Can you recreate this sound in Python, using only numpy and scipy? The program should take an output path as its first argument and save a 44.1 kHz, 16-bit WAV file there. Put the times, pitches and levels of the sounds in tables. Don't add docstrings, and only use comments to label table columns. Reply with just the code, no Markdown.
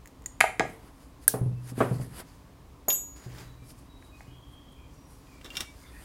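import sys
import numpy as np
from scipy import signal
from scipy.fft import rfft, irfft
from scipy.io import wavfile
from scipy.ndimage import uniform_filter1d

SR = 44100
rng = np.random.default_rng(int(sys.argv[2]) if len(sys.argv) > 2 else 0)


def unload_audio(sound):
    columns = np.transpose(np.atleast_2d(sound))
    steps = np.round(np.clip(columns, -1, 1) * 32767)
    wavfile.write(sys.argv[1], SR, steps.astype(np.int16))


N = 266628


def gain_of(db):
    return 10 ** (np.asarray(db) / 20)


def evened(x):
    return x / np.sqrt(np.mean(x ** 2) + 1e-20)


def read(points, hz):
    f, value = np.transpose(points)
    return np.interp(np.log(hz + 1), np.log(f + 1), value)


def add(mix, s, sound):
    part = mix[round(s * SR):][:len(sound)]
    part += sound[:len(part)]


def coloured(spectrum, patchy_db, size):
    frames, hz = 4 * N // size + 5, np.fft.rfftfreq(size, 1 / SR)
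    real, imaginary, patches = rng.standard_normal((frames, len(hz), 3)).T
    patches = uniform_filter1d(patches, size // 64, 0)
    patches = evened(uniform_filter1d(patches, 8192 // size, 1))
    level_db = read(spectrum, hz)[:, None] + patchy_db * patches
    frames_of_noise = (real + 1j * imaginary) * gain_of(level_db)
    return evened(signal.istft(frames_of_noise, nperseg=size, noverlap=3 * size // 4)[1][:N])


# f/Hz, relative level/dB per Hz
AIR_SPECTRUM = [(12, -26.5), (30, -7.5), (58, 7), (80, -4), (110, -3), (180, -8.5), (215, -13.5), (282, -4),
                (320, -13.5), (800, -20.5), (1070, -17), (1400, -27), (3500, -32.5), (16300, -41.5)]
# f/Hz, level/dB rms
THIN_TONE = [(12026, -94.5)]


def air():
    t = np.arange(N) / SR
    tone = sum(gain_of(db) * np.sqrt(2) * np.sin(2 * np.pi * hz * t) for hz, db in THIN_TONE)
    return gain_of(-51) * coloured(AIR_SPECTRUM, patchy_db=0.34, size=4096) + tone


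# start t/s, length t/s, first pitch f/Hz, level/dB rms before the swell, blur f/Hz
BIRD_WHISTLES = [(1.447, .16, 2640, -73.5, 30), (3.407, 0.25, 3924, -70, 40), (3.586, 0.075, 2370, -67, 40),
                 (3.891, 0.29, 3856, -67, 40), (4.108, 0.12, 2498, -67.5, 60), (4.2, 0.065, 2220, -73, 60),
                 (4.24, 0.098, 2480, -72, 60), (4.278, 0.64, 3238, -65, 158),
                 (4.27, 0.09, 2930, -69.5, 100), (4.756, 0.12, 2402, -67.5, 199),
                 (4.894, 0.31, 5730, -72.5, 70), (5.26, 0.13, 2470, -73.5, 60.6),
                 (5.314, 0.093, 2337, -64, 150), (5.616, 0.087, 2294, -59.5, 39.8),
                 (5.818, .07, 2130, -63, 220), (5.859, 0.043, 3540, -62, 250),
                 (5.937, 0.065, 1850, -57.5, 250), (5.92, 0.1, 2470, -65, 300)]


def birds():
    sag_per_s = 0.018
    early = 0.67
    steady = 0.54
    out = np.zeros(N)
    noises = rng.standard_normal((len(BIRD_WHISTLES), SR, 2))
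    for (start, length, hz, db, blur_hz), noise in zip(BIRD_WHISTLES, noises):
        t = np.arange(int(length * SR)) / SR
        b, a = signal.butter(2, blur_hz / 2, fs=SR)
        blur = signal.lfilter(b, a, noise[:, 0] + 1j * noise[:, 1])[-len(t):]
        turns = hz * (t - sag_per_s * t ** 2 / 2)
        tone = ((steady + blur / np.std(blur)) * np.exp(2j * np.pi * turns)).real
        swell = np.sqrt(np.sin(np.pi * (t / length) ** early))
        add(out, start, gain_of(db) * evened(tone) * swell)
    return out


# f/Hz, t60/s
SHOP_DECAY = [(150, 0.89), (600, 0.2), (2000, .35), (5000, .28), (10000, 0.37), (15000, 0.13)]


def shop(x):
    taps = np.zeros(SR // 2)
    at = np.arange(180, len(taps) - 20, 20)
    taps[at + rng.integers(0, 20, len(at))] = rng.choice([-1., 1.], len(at))
    hz, t, z = signal.stft(taps, SR, nperseg=128)
    decay = gain_of(-60 * t / read(SHOP_DECAY, hz)[:, None])
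    tail = signal.istft(z * decay, SR, nperseg=128)[1]
    return signal.fftconvolve(x, tail / np.linalg.norm(tail))[:N]


# f/Hz, relative level/dB per Hz
HISS_SPECTRUM = [(2500, -2), (3600, -5), (4900, 7), (5600, 0), (7200, 2.5), (9000, -8)]
SCRAPE_SPECTRUM = [(300, 4), (800, -1.5), (1300, 0.5), (1900, -0.5), (2500, -7.5), (3300, -7),
                   (5000, -18.5)]
FIZZ_SPECTRUM = [(5500, -44.5), (7500, -5.5), (9000, 0.5), (11500, -0.5), (14000, -15), (16300, -37.5)]
# peak t/s, hiss level/dB, swell t/s and fade t/s (each over 20 dB),
# scrape level/dB and fizz level/dB against the hiss
GLOVE_STROKES = [(.695, -67, 0.088, 0.18, 14, 6.5), (.88, -70.5, 0.19, 0.054, 12.5, 3),
                 (1.032, -65.5, 0.19, 0.12, 0, -0.5), (1.24, -58.5, 0.045, 0.037, 0, 0.5),
                 (1.701, -50.5, 0.079, 0.031, 0.8, 0), (1.794, -53.5, 0.049, 0.19, 12.5, 6),
                 (1.946, -56, .07, 0.13, -4, -1), (2.018, -56.5, 0.043, 0.097, 5.5, 3),
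                 (2.205, -50, 0.1, 0.021, 8, 4.5), (2.29, -63.5, .15, .25, 0, -5.3),
                 (3.165, -58.5, 0.012, 0.21, 4, -7.5), (3.255, -59, 0.064, 0.042, 5, -8),
                 (3.402, -54, 0.19, 0.14, 6, -10), (3.708, -56.5, 0.089, 0.035, -12.5, 1.5),
                 (3.79, -64, .1, 0.11, -3, -1.5), (4.07, -68, .12, .06, 1, 1),
                 (4.2, -62.5, 0.11, 0.19, -13.5, -7), (4.53, -76.5, .1, .07, -8, 8),
                 (4.725, -73.5, 0.011, .012, -5.5, 11), (4.94, -66, 0.097, .2, -22.5, -8),
                 (5.11, -66.5, 0.068, 0.21, -14, 3.5), (5.33, -63.5, .3, 0.6, -3.5, -13),
                 (5.452, -58, 0.012, 0.059, 12.5, -15), (5.57, -49.5, 0.086, .04, 6.5, -17),
                 (5.608, -49, 0.017, 0.05, 10, -28), (5.83, -61.5, 0.36, 0.23, 0.5, -4.5),
                 (6.03, -61.5, 0.26, 0.14, 7, 3)]


def gloves():
    round_s = 0.0088
    t, power = np.arange(N) / SR, np.zeros((3, N))
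    for s, hiss_db, swell_s, fade_s, scrape_db, fizz_db in GLOVE_STROKES:
        stroke = gain_of(-20 * np.where(t < s, (s - t) / swell_s, (t - s) / fade_s))
        layer_db = [[hiss_db], [hiss_db + scrape_db], [hiss_db + fizz_db]]
        power += (gain_of(layer_db) * stroke) ** 2
    level = np.sqrt(abs(uniform_filter1d(power, int(round_s * SR) + 1, axis=1)))
    wander = evened(uniform_filter1d(rng.standard_normal(N), 150))
    slips = evened(gain_of(0.9 * wander))
    spectra = (HISS_SPECTRUM, SCRAPE_SPECTRUM, FIZZ_SPECTRUM)
    layers = [coloured(spectrum, patchy_db=1.5, size=512) for spectrum in spectra]
    return slips * (level * layers).sum(0)


def struck(blows, modes, grit_db, wide_db, grit_s, clatter_db, clatter_s, rise_s):
    out, t = np.zeros(N), np.arange(SR // 2) / SR
    hz, db, t60 = np.transpose(modes)[:, :, None]
    side = (-1.) ** (np.arange(len(hz)) // 2)[:, None]
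    bins = np.fft.rfftfreq(len(t), 1 / SR) + 1
    thin = bins ** 2 / (bins ** 2 + hz.min() ** 2)
    contact = gain_of(-60 * t / grit_s)
    clatter = gain_of(clatter_db - 60 * t / clatter_s)
    rise = 1 - np.exp(-t / rise_s)
    noises = rng.standard_normal((len(blows), len(t)))
    for (s, peak_db, colour_hz, focus_db, length), noise in zip(blows, noises):
        reach_db = -focus_db * np.log2(hz / colour_hz) ** 2
        level = gain_of(db + reach_db - 60 * t / (t60 * length))
        ring = (level * side * np.sin(2 * np.pi * hz * t)).sum(0)
        colour = gain_of(-wide_db * np.log2(bins / colour_hz) ** 2)
        grit = evened(irfft(rfft(noise) * thin * colour, len(t)))
        sound = ring / abs(ring).max() + gain_of(grit_db) * (contact + clatter) * grit
        add(out, s, gain_of(peak_db) * sound * rise)
    return out


# f/Hz, relative level/dB, t60/s
TAP_BLOWS = [(2.9025, -16.5, 3550, 22, 0.85), (3.384, -39.5, 4600, 8.8, 0.84), (3.704, -42, 5120, 7, .6),
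             (5.27, -48, 1995, 6, 0.39), (5.412, -40, 2360, 23, .73), (5.445, -33.5, 4100, 31, 1.2),
             (5.459, -34.5, 3800, 63, 1.3), (5.503, -34.5, 2780, 140, 1.7), (5.553, -29, 2970, 8.6, 1.1),
             (5.5685, -17.5, 3800, 3.9, 1.27), (5.6058, -16, 4570, 0.86, 0.66)]
LINKAGE_MODES = [(900, -9, .025), (1443, -8, .04), (2000, -6, .035), (2330, -7, .045), (2780, -3, .05),
                 (3170, -6, .04), (3480, -6, .035), (3600, -6, .06), (3850, -6, .03), (5250, -4, .03),
                 (5500, -2, .04), (5750, -4, .03), (9600, -5, .012), (11500, -9, .012)]


def linkage():
    return struck(TAP_BLOWS, LINKAGE_MODES, grit_db=-4.5, wide_db=3.0, grit_s=0.008,
                  clatter_db=-13.5, clatter_s=0.068, rise_s=0.0012)


# t/s, tick level/dB, tick colour f/Hz
STEEL_TOUCHES = [(2.884, -28.5, 10950), (2.9245, -34, 9100), (2.954, -45, 9000)]
# f/Hz, t60/s, landing level/dB, step/dB at first bounce, step/dB at second
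STEEL_MODES = [(6810, 0.53, -21.5, 0, -2), (7700, 0.21, -41.5, 19.5, 11.5), (11800, .14, -28, .5, -3),
               (11640, 0.23, -26, 14.5, -5), (12952, 0.38, -23.5, 1.5, -8), (13886, 0.47, -36, .5, 0)]


def steel():
    out, t = np.zeros(N), np.arange(SR) / SR
    touches = np.transpose(STEEL_TOUCHES)[0]
    bounces = (touches - touches[0])[1:, None]
    since = np.clip((t - bounces) / 0.0039, 0, 1)
    ring = np.zeros(SR)
    for hz, t60, db, *steps_db in STEEL_MODES:
        level = gain_of(db - 60 * t / t60 + np.dot(steps_db, since))
        ring += level * np.sin(2 * np.pi * hz * t)
    add(out, touches[0], ring * (1 - np.exp(-t / 0.00026)))
    for (s, db, hz), noise in zip(STEEL_TOUCHES, rng.standard_normal((len(touches), 800))):
        b, a = signal.butter(1, [0.69 * hz, 1.1 * hz], "band", fs=SR)
        tick = evened(signal.lfilter(b, a, noise))
        add(out, s, gain_of(db - 60 * t[:800] / 0.028) * tick)
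    return out


THUMP_BLOWS = [(.4062, -27.5, 300, 6, 0.196), (.5962, -15.5, 350, 4.7, 0.27), (1.281, -33, 300, 2.7, 0.74),
               (1.3385, -16.5, 335, 1.4, 0.5), (1.412, -19.5, 135, 13, .45), (1.459, -24, 124, 8.9, 0.57),
               (1.51, -32.5, 120, 9.2, 0.93), (1.719, -34, 161, 8.2, 0.64), (1.778, -23.5, 196, 7, 1),
               (1.8045, -5.5, 400, 2.6, 0.53), (1.91, -18, 173, 10, 0.25), (1.998, -25, 182, 6.6, 0.17),
               (2.214, -41, 862, 10, 0.51), (2.8815, -20, 454, 6, 0.49), (3.262, -33.5, 135, 9.5, 0.58),
               (3.41, -41.5, 126.8, 9.7, 1), (3.62, -45.5, 119.5, 10, 0.38), (4.278, -42, 118, 8, .9)]
HULL_MODES = [(112.4, -4, 0.29), (123.9, -2.5, 0.84), (182, -9, 0.26), (248, 3, 0.069), (285, -13.5, 0.079),
              (422.4, -4.5, 0.27), (478, 3.5, 0.052), (656, 13, 0.032), (840, -2, 0.022), (1290, -24, 0.31)]


def hull():
    return struck(THUMP_BLOWS, HULL_MODES, grit_db=-13, wide_db=3.5, grit_s=0.069,
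                  clatter_db=-7, clatter_s=0.31, rise_s=0.00074)


TICK_BLOWS = [(.0578, -35, 2980, 3, 0.18), (.0742, -33, 5000, 1.5, 0.1), (.2214, -44, 4740, 2, 0.14),
              (.2409, -48.5, 5000, 1.5, 0.24), (.2598, -20.5, 6500, 5.5, .55)]
SCREW_MODES = [(1940, 9, 0.031), (6800, 4, 0.045), (6700, -34, .2), (7504, -8, 0.068), (8760, 3, 0.013),
               (13100, -24.5, 0.027)]


def screw():
    return struck(TICK_BLOWS, SCREW_MODES, grit_db=-14, wide_db=-1.1, grit_s=0.021,
                  clatter_db=-18.5, clatter_s=0.064, rise_s=0.00016)


KNOCK_BLOWS = [(.4055, -8, 1930, 2.95, 0.51), (.4097, -1.7, 2040, 4.5, 0.34), (.4398, -11.5, 800, 11, 1.4),
               (.4715, -44, 1900, 7.2, .7), (.494, -27, 760, 7.8, 1.1), (.5958, -8, 2364, 9.1, 0.54),
               (.6055, -12, 600, 4, 1.3), (.652, -27, 600, 5.7, 0.42), (4.0245, -44, 1770, 5, 0.61),
               (4.2065, -37, 1190, 4.4, .35)]
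TOOL_MODES = [(450, -8, .05), (635, -5, .05), (750, -4, .08), (810, -7, .05), (953, -8, .05),
              (1200, -8, .04), (1350, -8, .03), (1500, -6, .03), (1669, -3, .04), (1870, -4, .03),
              (2160, -3, .03), (2350, -3, .025), (2550, -4, .02), (4600, -14, .012), (7300, 14, .005),
              (9200, 19, .004), (11500, 24, .004)]


def tool():
    return struck(KNOCK_BLOWS, TOOL_MODES, grit_db=-11, wide_db=6.5, grit_s=0.012,
                  clatter_db=-19, clatter_s=0.065, rise_s=0.00007)


SNAP_BURSTS = [(1.2797, 3, 10000, 1, 0.33), (1.2803, 2.5, 9830, 0.84, 1)]
CLIP_MODES = [(1500, -22, .02), (1620, -19, .035), (8300, -11, .006), (9300, -5, .009), (9800, -2, .011),
              (11200, -5, .006), (12400, -5, .005), (13600, -8, .004)]


def clip():
    return struck(SNAP_BURSTS, CLIP_MODES, grit_db=-20.5, wide_db=2.5, grit_s=0.0027,
                  clatter_db=-13, clatter_s=0.21, rise_s=0.0001)


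def scene():
    # source, level into the room/dB
    things = [(birds(), -3), (linkage(), -12), (steel(), -18), (hull(), -11),
              (screw(), -14), (tool(), -9), (clip(), -21)]
    near = sum(x for x, room_db in things)
    far = shop(sum(gain_of(room_db) * x for x, room_db in things))
    return (near + far + gloves() + air())[None]


def record(dry):
    edge_hz = 16000
    lowpass = signal.firwin(255, edge_hz, window=("kaiser", 9), fs=SR)
    return signal.oaconvolve(np.clip(dry, -1, 1), lowpass[None], "same")


dry = scene()
out = record(dry)
unload_audio(out)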